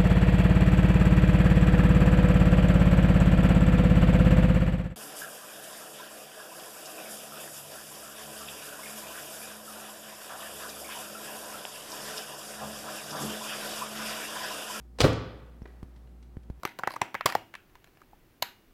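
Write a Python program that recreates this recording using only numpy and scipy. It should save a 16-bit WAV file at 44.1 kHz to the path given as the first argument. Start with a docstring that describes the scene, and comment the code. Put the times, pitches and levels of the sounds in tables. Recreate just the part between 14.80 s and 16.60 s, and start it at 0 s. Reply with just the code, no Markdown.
"""A car door is swung shut in a large showroom: the latch brushes the striker and snaps over it, then the
door lands on its seals with a thump that rings the body, and the hall answers the contacts.
Afterwards come faint ticks and shuffles and a few soft bumps on a hand-held camera.
Clothes rustle quietly throughout, over a bed of ventilation and low machine hum."""
import sys
import numpy as np
from scipy import signal
from scipy.fft import rfft, irfft, next_fast_len
from scipy.io import wavfile
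from scipy.ndimage import uniform_filter1d

SR = 44100
rng = np.random.default_rng(int(sys.argv[2]) if len(sys.argv) > 2 else 0)


def transcribe(signal):
    """Save signal, clipped to [-1, 1], as a 16-bit WAV file at the path in sys.argv[1]."""
    frames = np.atleast_2d(signal).T
    limited = np.clip(frames, -1, 1)
    pcm = np.round(limited * 32767).astype(np.int16)
    wavfile.write(sys.argv[1], SR, pcm)


N = 79380
T = np.arange(N) / SR


def door():
    """Dull blows on the rubber seals, the low push of the door skin and the ringing car body."""
    # The door lands and stops. Each row: start in seconds, level in dB, t60 in seconds.
    landings = [(0.2034, -30.5, .05), (.2345, -24.5, .07), (.2415, -17.5, 0.16), (.2495, -19.5, .1)]
    # The dark tone of a blow. Each row: frequency in Hz, relative noise density in dB.
    colour = [(40, -1.5), (100, -6.5), (200, 1.5), (330, 3), (480, 3.5), (750, -7.5), (1400, -8),
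              (2100, -16), (3000, -17.5), (6000, -30.5), (15000, -40)]
    # The panel's short clunk. Each row: mode in Hz, level in dB against the blow, t60 in seconds.
    panel = [(419.7, -1.5, 0.036), (528, -6, 0.04), (613.4, -4.5, 0.058), (699, -7.5, 0.062)]
    # The weight of the thump. Each row: start in seconds, pitch in Hz, level in dB, length in seconds.
    pushes = [(.207, 72, -21, .03), (.2315, 120, -11.5, .027)]
    # The ring of door and body. Each row: mode in Hz, level in dB, t60 in seconds.
    body_modes = [(72, -30, .7), (88, -32, .5), (110, -21, .6), (134, -30, .65), (174, -30, .6),
                  (274, -30, .45), (315, -31, .42), (353, -34, .35), (419, -31, .33), (451, -30, .33),
                  (516, -34, .28), (581, -38, .3), (665, -37, .22)]
    blows = sum(amp(db) * contact(start, t60, colour, panel, rise=0.00086, wet_db=-10.5)
                for start, db, t60 in landings)
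    skin = np.zeros(N)
    for start, hz, db, length in pushes:
        swell = np.sin(np.pi * np.clip((T - start) / length, 0, 1)) ** 2
        skin += amp(db) * np.sin(2 * np.pi * hz * (T - start)) * swell
    body = sum(amp(db) * ring(0.238 + rng.uniform(0, 0.01), hz, t60, rise=0.01)
               for hz, db, t60 in body_modes)
    return blows + skin + body


def latch():
    """The steel claw brushes the striker, snaps over it and settles in a quick run of bright cracks."""
    # Claw meets striker. Each row: start in seconds, level in dB, t60 in seconds.
    cracks = [(0.1861, -36.5, 0.09), (0.1976, -32.5, 0.09), (0.2037, -13, 0.034), (0.208, -17.5, 0.026),
              (.2140, -14.5, 0.034), (0.2319, -30.5, 0.052), (0.2387, -20.5, 0.02), (0.2495, -35, 0.025),
              (0.2719, -35.5, .02)]
    # The tone of a crack. Each row: frequency in Hz, relative noise density in dB.
    colour = [(60, -13.5), (200, -4.5), (450, 13), (750, 0.5), (1200, 0.5), (2000, -3), (3000, -2),
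              (4600, -3.5), (6500, -10), (8300, -11.5), (11500, -24), (16000, -27.5)]
    # The steel's ring. Each row: mode in Hz, level in dB against the crack, t60 in seconds.
    steel = [(717, -13.5, 0.1), (1057, -10, 0.027), (2346, -28.5, 0.087), (2920, -12, .05),
             (3976, -14, 0.031), (4640, -15.5, .05), (5975, -20.5, .04), (8170, -18.5, 0.032)]
    return sum(amp(db) * contact(start, t60, colour, steel, rise=0.00055, wet_db=-12.5)
               for start, db, t60 in cracks)


def contact(start, t60, colour, modes, rise, wet_db):
    """One hit: a noise burst that fills the hall, and dry modes that differ a little each time."""
    burst = fade(start, t60, rise) * coloured_noise(colour)
    return hall(burst, wet_db) + sum(
        amp(db + rng.normal(0, 2.7)) * ring(start + rng.random() / hz, hz, mode_t60, rise)
        for hz, db, mode_t60 in modes)


def hall(dry, wet_db):
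    """Adds ten reflections off near walls and, at wet_db, a tail whose treble the air absorbs first."""
    predelay_s, build_s, last_wall_s, walls_db = 0.012, 0.004, 0.049, -11.5
    bass_t60_s, half_t60_hz = 0.8, 7500
    hz, t, spectrum = signal.stft(rng.standard_normal(N), SR, nperseg=256)
    t60 = bass_t60_s / (1 + (hz / half_t60_hz) ** 2.8)
    decay = np.exp(-np.log(1000) * t / t60[:, None])
    tail = signal.istft(spectrum * decay, SR, nperseg=256)[1][:N]
    tail *= 1 - np.exp(-np.maximum(T - predelay_s, 0) / build_s)
    walls = np.zeros(N)
    delays = rng.uniform(predelay_s, last_wall_s, size=10)
    walls[(delays * SR).astype(int)] = rng.standard_normal(len(delays))
    response = amp(wet_db) * tail / np.linalg.norm(tail) + amp(walls_db) * walls / np.linalg.norm(walls)
    return dry + signal.fftconvolve(dry, response)[:N]


def ticks():
    """A last rattle of the door, then light ticks and shuffles as the person steps back."""
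    # Each row: start in seconds, level in dB, centre in Hz, width in octaves, t60 in seconds.
    touches = [(0.3295, -37.5, 3564, 0.93, .026), (.8265, -53, 5570, .1, 0.011),
               (0.8552, -36.5, 500, 1.29, 0.028), (0.876, -51, 1490, 1.2, 0.015),
               (1.16, -60, 1403, 1.33, 0.063), (1.273, -51, 650, 1.4, 0.019),
               (1.426, -55.5, 2420, 1.05, 0.041), (1.631, -63, 2400, 1.1, 0.042)]
    bursts = sum(amp(db) * fade(start, t60, rise=0.0015) * band_noise(centre, width)
                 for start, db, centre, width, t60 in touches)
    return hall(bursts, wet_db=-11.5)


def handling_bumps():
    """Bumps reach the microphone through the camera: a faint click, a dry low pulse, a slower swing."""
    # Each row: start in seconds, pulse level in dB, pulse pitch in Hz, click level in dB.
    bumps = [(0.8194, -23.5, 156.4, -54), (1.0294, -21.5, 166.7, -47), (1.5693, -19, 134, -54.5),
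             (1.7005, -16.5, 125, -49)]
    # The tone of a click. Each row: frequency in Hz, relative noise density in dB.
    colour = [(200, 3.5), (1800, -7.5), (3000, -13), (6000, -20), (15000, -26)]
    sound = np.zeros(N)
    for start, db, hz, click_db in bumps:
        pulse = ring(start, hz, t60=0.0091, rise=0.00005)
        swing_back = amp(0.5) * ring(start, hz=42.5, t60=0.029, rise=0.0051)
        click = fade(start, t60=0.025, rise=0.0001) * coloured_noise(colour)
        sound += amp(db) * (pulse - swing_back) + amp(click_db) * click
    return sound


def clothes_rustle():
    """Faint, uneven friction of sleeves and trousers as the person moves."""
    # The rustle's rise and fall. Each row: time in seconds, level in dB.
    contour = [(0, -69.5), (.13, -80), (.16, -69.5), (.25, -63.5), (.8, -67.5), (.92, -64.5), (1.1, -66),
               (1.3, -68.5), (1.5, -71), (1.8, -68)]
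    # The soft tone of cloth. Each row: frequency in Hz, relative noise density in dB.
    colour = [(100, -21), (450, 4.5), (1400, -6), (3500, -16), (7000, -24), (15000, -24)]
    flutter_db = 0.5 * unit(uniform_filter1d(rng.standard_normal(N), size=400))
    level_db = np.interp(T, *np.transpose(contour)) + flutter_db
    return amp(level_db) * coloured_noise(colour)


def room_tone():
    """A low rush of ventilation and a steady machine hum."""
    # The tone of the moving air. Each row: frequency in Hz, relative noise density in dB.
    colour = [(25, -18.5), (45, -6.5), (80, -4), (130, 4.5), (250, 0), (350, -7), (500, -13.5), (800, -23),
              (1300, -24.5), (2500, -32.5), (5000, -34.5), (9000, -37), (15500, -37)]
    # The hum's partials. Each row: frequency in Hz, rms level in dB.
    partials = [(59.3, -49.5), (119, -66.5), (237, -72), (355, -71.5), (765, -78.5)]
    air = amp(-59) * coloured_noise(colour)
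    hum = sum(amp(db) * unit(np.sin(2 * np.pi * (hz * T + rng.random()))) for hz, db in partials)
    return air + hum


def ring(start, hz, t60, rise):
    """One struck, damped mode."""
    return np.sin(2 * np.pi * hz * (T - start)) * fade(start, t60, rise)


def fade(start, t60, rise):
    """An envelope that rises from start and dies by 60 dB per t60; all times in seconds."""
    age = np.maximum(T - start, 0)
    return np.exp(-np.log(1000) * age / t60) * (1 - np.exp(-age / rise))


def coloured_noise(colour):
    """Noise whose spectrum follows (Hz, dB) points on a log frequency axis."""
    points_hz, points_db = np.transpose(colour)
    return noise(lambda hz: np.interp(np.log(hz + 1), np.log(points_hz + 1), points_db))


def band_noise(centre, width):
    """Noise in a bell around a centre in Hz, width in octaves."""
    return noise(lambda hz: -10 * np.log10(np.e) * (np.log2((hz + 1) / centre) / width) ** 2)


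def noise(db_at):
    """Noise of rms 1, shaped by a dB function of frequency."""
    gain = amp(db_at(np.fft.rfftfreq(N, 1 / SR)))
    return unit(irfft(rfft(rng.standard_normal(N)) * gain, N))


def amp(db):
    """Decibels to gain."""
    return 10 ** (np.asarray(db) / 20)


def unit(x):
    """Scale to rms 1."""
    return x / np.sqrt(np.mean(x ** 2) + 1e-20)


def scene():
    """The door shutting, the small movements and the room bed, in mono."""
    return (latch() + door() + ticks() + handling_bumps() + clothes_rustle() + room_tone())[None]


def record(dry):
    """The camera keeps nothing above its band limit."""
    top_hz = 15950
    size = next_fast_len(N + SR // 2)
    passband = np.fft.rfftfreq(size, 1 / SR) < top_hz
    return irfft(rfft(dry, size) * passband, size)[..., :N]


dry = scene()
out = record(dry)
transcribe(out)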